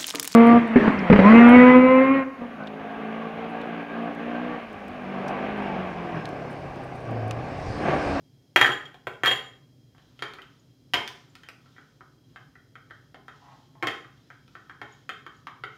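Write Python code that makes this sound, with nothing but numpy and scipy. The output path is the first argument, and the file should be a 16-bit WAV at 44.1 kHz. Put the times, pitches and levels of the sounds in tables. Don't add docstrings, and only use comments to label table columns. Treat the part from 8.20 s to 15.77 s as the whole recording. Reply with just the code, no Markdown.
import sys
import numpy as np
from scipy import signal
from scipy.io import wavfile
from scipy.ndimage import uniform_filter1d

SR = 44100
rng = np.random.default_rng(int(sys.argv[2]) if len(sys.argv) > 2 else 0)


def put_to_file(sound):
    columns = np.atleast_2d(sound).T
    safe = np.clip(columns, -1, 1)
    whole_steps = np.round(safe * 32767)
    wavfile.write(sys.argv[1], SR, whole_steps.astype(np.int16))


def magnitude_from_level(level_db):
    exponent = np.asarray(level_db, float) / 20
    return 10 ** exponent


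N = 333852

# (time [s], peak [dB], counter thump [dB], bowl ring [dB], hard tick [dB])
EMPTY_BLOWS = [(0.36, -3, -6, -8, -17.5), (0.3682, -17, -10.5, -12, -22.5), (0.4117, -3.5, -8, -5.5, -17.5),
               (0.4194, -23.5, -11.5, 0.5, -18), (0.4444, -5.5, -13, -9.5, -36),
               (0.4625, -12.5, -12, -15.5, -19), (0.4757, -24, -14.5, -30.5, -18),
               (0.4902, -17.5, -1, -11.5, -41.5), (0.5174, -32, -20, 13.5, -29), (0.6539, -43, -12, 9, -13),
               (0.7425, -45, 3.5, -9.5, -12), (0.8692, -22.5, -0.5, -10.5, -19.5),
               (0.9358, -57, -11, 17, -26), (1.034, -13, -6, -7.5, -19), (1.048, -13, -14.5, -11.5, -22),
               (1.0585, -11, -37.5, -5.5, -13.5), (1.0671, -13, -11, -2, -20.5),
               (1.0743, -19, 1, 8.5, -18.5), (1.1116, -15.5, -3.5, 3, -23.5),
               (1.1164, -37, -24.5, -15, -16.5), (1.1297, -41, -10, 13, -33), (1.163, -62.5, -11, 13, -19)]
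EMPTY_HZ = [2700, 2890, 3212, 3255, 3740, 4540, 5800, 6940, 7140, 8420, 9700, 11030, 12320, 13600, 14920]
# (level [dB], t60 [s])
EMPTY_MODES = [(-12, .02), (-14, 0.024), (-6.5, 0.034), (-10.5, 0.11), (-12.5, 0.012), (-26, 0.026),
               (-32.5, 0.018), (-27, 0.062), (-31.5, 0.076), (-39.5, 0.05), (-41.5, 0.099), (-38.5, 0.14),
               (-43, .07), (-46.5, .06), (-41, .07)]
# (time [s], peak [dB], knock pitch [Hz], counter thump [dB], hardness [dB])
TIPS = [(1.748, -53.5, 1590, -5, -23), (1.7805, -50.5, 1640, -3.5, -9.5), (1.9912, -43, 1280, -4.5, -7),
        (2.0223, -20.5, 1930, -10, -13), (2.218, -46.5, 1370, -9, -2), (2.7353, -18.5, 1730, -8, -4.5),
        (2.7403, -19, 2140, -10, -2.5), (2.7484, -18.5, 2100, -9, -34), (2.7693, -34.5, 1700, 7.5, -27),
        (3.2332, -43.5, 1630, -16, -7.5), (4.9437, -37.5, 1500, -5, -16), (5.625, -19.5, 2080, -9.5, -17),
        (5.6308, -21, 1140, -2.5, -16), (5.67, -18, 1750, -9, -8), (5.6753, -40, 1735, 5, -21),
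        (6.6149, -28.5, 1880, -6, -18)]
# (time [s], peak [dB], knock pitch [Hz], hardness [dB])
TAPS = [(2.1853, -34.5, 1510, -26), (3.5636, -46, 1850, -24.5), (3.5813, -37.5, 1510, -26),
        (3.8071, -38, 1416, -26.5), (4.1593, -33.5, 1510, -20), (4.354, -42.5, 1510, -29),
        (4.5538, -36.5, 1673, -19.5), (4.7, -49, 1510, -21.5), (4.7078, -34, 1470, -22.5),
        (5.0811, -31.5, 1140, -20), (5.8455, -38.5, 1324, -22), (6.1012, -35.5, 1510, -22),
        (6.352, -33, 1600, -22.5), (6.4955, -31.5, 1610, -25.5), (6.8917, -23, 1350, -15),
        (7.0639, -31.5, 1247, -18.5), (7.2692, -27, 1220, -18.5), (7.3568, -48, 1180, -28),
        (7.4363, -23.5, 1750, -20)]
# (time [s], peak [dB], knock pitch [Hz], tick [dB])
SNAPS = [
    (2.1354, -39, 1200, -5),
    (2.8761, -33, 2050, 3),
    (3.1525, -45.5, 1510, 2),
    (3.2868, -37, 1510, -2.5),
    (3.459, -53, 1590, -12),
    (6.2786, -56, 1296, -0.5),
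]
# (frequency [Hz], level [dB], t60 [s])
FULL_MODES = [(2127, -11.5, 0.099), (2597, 6, 0.0077), (3046, -2, 0.024), (3193, 0.5, 0.027),
              (3674, -9, 0.026), (3800, -38, 0.0051), (5080, -19, 0.0048), (6780, -11.5, 0.0095)]
# (frequency [Hz], level [dB], t60 [s])
KNOCK = [(1060, -11.5, 0.01), (1140, -2, 0.0041), (1283, 1, 0.027), (1510, -0.5, .025), (1746, -2.5, 0.014),
         (1831, 4.5, 0.017), (2195, -3, 0.024), (2176, -1, 0.0051)]
# (frequency [Hz], level [dB], t60 [s])
COUNTER = [(124.6, -14, 0.15), (244, -9.5, 0.044), (320, -2, 0.03), (397.7, 0.5, 0.05), (455, -4, 0.036),
           (551.4, -7, 0.042), (660, -4, 0.03), (736, -0.5, 0.04), (800.2, 1, 0.05), (920, -4.5, 0.0066),
           (1045.6, -3.5, 0.099), (1140, -3.5, 0.034)]
# (frequency [Hz], level [dB])
STONE_TICK = [(150, -26.5), (1000, -4), (3000, 10), (5000, -6.5), (7000, -11.5), (9000, -16.5),
              (15500, -16.5), (17000, -43.5)]
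# (frequency [Hz], level [dB])
SPOON_TICK = [(300, -29), (1200, -1.5), (3000, 6), (5000, -1), (6500, -11), (9000, -17), (15500, -19),
              (17000, -40.5)]
# (full pressure at [s], held [s], level [dB])
STROKES = [(1.8, 0.089, -60), (2.02, .02, -53), (2.3, 0.027, -60), (2.62, .1, -70.5), (2.88, 0.057, -52.5),
           (3.1, 0.13, -60.5), (3.45, 0.15, -57.5), (3.72, 0.048, -66.5), (4.1, 0.14, -64),
           (4.38, 0.065, -73), (4.73, 0.029, -62), (5.14, 0.22, -56), (5.33, 0.038, -63),
           (5.91, 0.21, -61.5), (6.32, .09, -59.5), (6.69, 0.032, -56), (7.14, 0.017, -60.5),
           (7.35, 0.018, -67), (7.56, .02, -57)]
# (frequency [Hz], level [dB])
SCRAPE = [(400, -15), (1000, -1.5), (1600, -2.5), (2400, -9.5), (3200, -0.5), (4500, -7), (5500, -8.5),
          (7000, -12), (8500, -27), (16000, -31)]
# (full pressure at [s], held [s], level [dB])
SLIDES = [
    (5.24, 0.095, -56),
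    (5.49, 0.087, -78.5),
    (5.617, .004, -62),
]
# (frequency [Hz], width [Hz], level [dB])
DRAGGED = [(713, 150, -7.5), (818, 112, 1), (1040, 115, -2), (1180, 110, -10), (1750, 580, -19)]
# (time [s], peak [dB], pitch [Hz])
POPS = [
    (2.3965, -59, 6730),
    (3.0997, -60, 7140),
    (3.3294, -60.5, 6200),
    (6.724, -50, 6700),
    (7.1662, -60.5, 6750),
]
# (delay [s], level [dB])
ECHOES = [(.0021, -14.5), (.0048, -2.5), (.0083, -11), (.0125, -7.5), (.0165, -12), (.023, -18),
          (.029, -20)]
# (frequency [Hz], t60 [s])
KITCHEN = [(150, 0.48), (400, 0.5), (1000, 0.45), (2800, 0.41), (7000, .45), (15000, 0.34)]
# (frequency [Hz], level [dB per Hz])
FRIDGE_AIR = [(20, -32.5), (60, 5), (95, -10.5), (200, -5.5), (270, 0), (420, -6), (650, -12.5),
              (1000, -22.5), (2400, -24.5), (4000, -25.5), (6500, -24.5), (8000, -33), (15000, -32),
              (16500, -42.5)]
# (frequency [Hz], width [Hz], level [dB])
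FRIDGE_BANDS = [(125, 52, -59.5), (260, 63, -68.5), (3240, 120, -78.5), (4036, 74, -83), (5032, 850, -79.5)]


def empty_bowl():
    knock_hz = 1770
    landings = [(s, db, knock_hz, *shares) for s, db, *shares in EMPTY_BLOWS]
    modes = np.column_stack([EMPTY_HZ, EMPTY_MODES])
    return blows(landings, modes, damping=1.8, focus_db=14.0, ring_db=-5.5, thump_db=-1.5, tick_db=8.5,
                 grip_db=1.0, crack_s=.012, chatter_db=-11.5, colour=STONE_TICK)


def full_bowl():
    tips = [(s, db, hz, thump, hard + 0.4, hard) for s, db, hz, thump, hard in TIPS]
    taps = [(s, db, hz, -14.5, hard + 1.5, hard) for s, db, hz, hard in TAPS]
    snaps = [(s, db, hz, -11.5, tick - 31, tick) for s, db, hz, tick in SNAPS]
    contacts = sorted(tips + taps + snaps)
    return blows(contacts, FULL_MODES, damping=1.74, focus_db=14.5, ring_db=5.0, thump_db=2.0, tick_db=6,
                 grip_db=-0.5, crack_s=0.01, chatter_db=-16.5, colour=SPOON_TICK)


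def blows(rows, bowl, damping, focus_db, ring_db, thump_db, tick_db, grip_db, crack_s, chatter_db, colour):
    body, ticks = np.zeros(N), np.zeros(N)
    times = np.transpose(rows)[0]
    t = np.arange(3000) / SR
    crack = magnitude_from_level(-60 * t / crack_s) + magnitude_from_level(chatter_db - 60 * t / 0.086)
    for s, peak_db, hz, thump_share, ring_share, tick_share in rows:
        near = [(f, db - focus_db * abs(np.log2(f / hz)), t60 / damping) for f, db, t60 in KNOCK]
        knock = ring(near, spread_db=2, wander=.03, rise_s=0.0006, seconds=.08)
        thump = ring(COUNTER, spread_db=2.0, wander=0.027, rise_s=0.00042, seconds=.25)
        thump = magnitude_from_level(thump_share + thump_db) * thump
        clink = magnitude_from_level(ring_share + ring_db) * ring(bowl, spread_db=1.5, rise_s=0.00045)
        later = np.searchsorted(times[times > s] - s, np.arange(len(clink)) / SR)
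        clink = clink * uniform_filter1d(magnitude_from_level(-grip_db * later), size=40)
        for part in knock, thump, clink:
            add(body, s + .0004, magnitude_from_level(peak_db) * part)
        tick = magnitude_from_level(peak_db + tick_share + tick_db)
        add(ticks, s + .0007, tick * magnitude_from_level(7.5) * np.ones(1))
        add(ticks, s + .0008, tick * crack * rng.standard_normal(len(t)))
    return body, coloured(ticks, colour)


def ring(modes, spread_db=0, wander=0, rise_s=.0001, seconds=0.47):
    t = np.arange(round(seconds * SR)) / SR
    hz, db, t60 = np.transpose(modes)[:, :, None]
    phase, level_luck, pitch_luck = rng.standard_normal((3, len(modes), 1))
    decay = magnitude_from_level(db + spread_db * level_luck - 60 * t / t60)
    tones = np.sin(2 * np.pi * (hz * (1 + wander * pitch_luck) * t + phase))
    x = (decay * tones).sum(0) * (1 - np.exp(-t / rise_s)) ** 2
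    return x / abs(x).max()


def stirring():
    foot = grains(2500, spread_db=4.5)
    spoon = magnitude_from_level(-13.5) * evened(coloured(grains(2700, spread_db=1.0), SCRAPE))
    drag = sum(magnitude_from_level(db) * band(foot, hz, width) for hz, width, db in DRAGGED)
    drag = magnitude_from_level(3.0) * evened(drag)
    strokes = pressure(STROKES, rise_db_s=139, fall_db_s=54)
    slides = pressure(SLIDES, rise_db_s=260, fall_db_s=250)
    return spoon * strokes + drag * slides


def grains(per_s, spread_db):
    slips = rng.random(N) < per_s / SR
    return rng.standard_normal(N) * slips * magnitude_from_level(spread_db * rng.exponential(1, N))


def pressure(rows, rise_db_s, fall_db_s):
    t = np.arange(0, N / SR, .002)
    level_db = []
    for s, held, db in rows:
        rise = rise_db_s * np.maximum(s - t, 0)
        fall = fall_db_s * np.maximum(t - s - held, 0)
        level_db.append(db - rise - fall)
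    return np.interp(np.arange(N) / SR, t, magnitude_from_level(np.max(level_db, axis=0)))


def pops():
    out = np.zeros(N)
    for s, peak_db, hz in POPS:
        add(out, s, magnitude_from_level(peak_db - 3) * ring([(hz, 0, .012)], rise_s=0.00097))
    return out


def kitchen(x, wet_db, tail_db):
    taps = np.zeros((2, SR))
    at = np.arange(200, SR - 20, 20)
    places = at + rng.integers(0, 20, (2, len(at)))
    np.put_along_axis(taps, places, rng.choice([-1., 1.], (2, len(at))), axis=1)
    hz, t, z = signal.stft(taps, SR, nperseg=256)
    decay = magnitude_from_level(-60 * t / read(KITCHEN, hz)[:, None])
    tail = signal.istft(z * decay, SR, nperseg=256)[1]
    tail = magnitude_from_level(tail_db) * tail / np.linalg.norm(tail[0])
    shifts_per_s = 1.3
    turn = 2 * np.pi * shifts_per_s * np.arange(N) / SR
    sent = x * np.array([np.cos(turn), np.sin(turn)])
    late = signal.fftconvolve(sent, tail, axes=1)[:, :N].sum(0)
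    for k, (s, db) in enumerate(ECHOES):
        add(late, s, (-1) ** k * magnitude_from_level(db) * x)
    return x + magnitude_from_level(wet_db) * late


def refrigerator():
    air = magnitude_from_level(-65.5) * evened(coloured(rng.standard_normal(N), FRIDGE_AIR))
    machine = np.zeros(N)
    for hz, width, db in FRIDGE_BANDS:
        machine += magnitude_from_level(db) * evened(band(rng.standard_normal(N), hz, width))
    return air + machine


def evened(x):
    return x / np.sqrt(np.mean(x ** 2) + 1e-20)


def read(points, hz):
    f, value = np.transpose(points)
    return np.interp(np.log(hz + 1), np.log(f + 1), value)


def add(mix, s, sound):
    part = mix[round(s * SR):][:len(sound)]
    part += sound[:len(part)]


def coloured(x, points):
    log_gain = np.log(magnitude_from_level(read(points, abs(np.fft.fftfreq(4096, 1 / SR)))))
    spectrum = np.exp(log_gain - 1j * signal.hilbert(log_gain).imag)
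    taps = np.fft.ifft(spectrum).real[:2048]
    return signal.oaconvolve(x, taps)[:len(x)]


def band(x, hz, width):
    r = np.exp(-np.pi * width / SR)
    b, a = [1 - r, 0, r - 1], [1, -2 * r * np.cos(2 * np.pi * hz / SR), r * r]
    return signal.lfilter(b, a, signal.lfilter(b, a, x))


def scene():
    empty, empty_ticks = empty_bowl()
    full, full_ticks = full_bowl()
    bodies = kitchen(empty, wet_db=-2.5, tail_db=0)
    bodies = bodies + kitchen(full + stirring(), wet_db=-2.5, tail_db=2.5)
    bright = kitchen(empty_ticks, wet_db=-6.7, tail_db=3.5)
    bright = bright + kitchen(full_ticks + pops(), wet_db=-5.5, tail_db=1)
    return (bodies + bright + refrigerator())[None]


def band_limit(x):
    return signal.sosfilt(signal.butter(12, 15800, fs=SR, output="sos"), x)


def record(dry):
    thin = signal.sosfilt(signal.butter(2, 45, "high", fs=SR, output="sos"), dry)
    knee = .8
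    room = 1 - knee
    over = np.maximum(abs(thin) - knee, 0)
    rounded = thin - np.sign(thin) * (over - room * np.tanh(over / room) * knee)
    return band_limit(rounded)


dry = scene()
out = record(dry)
put_to_file(out)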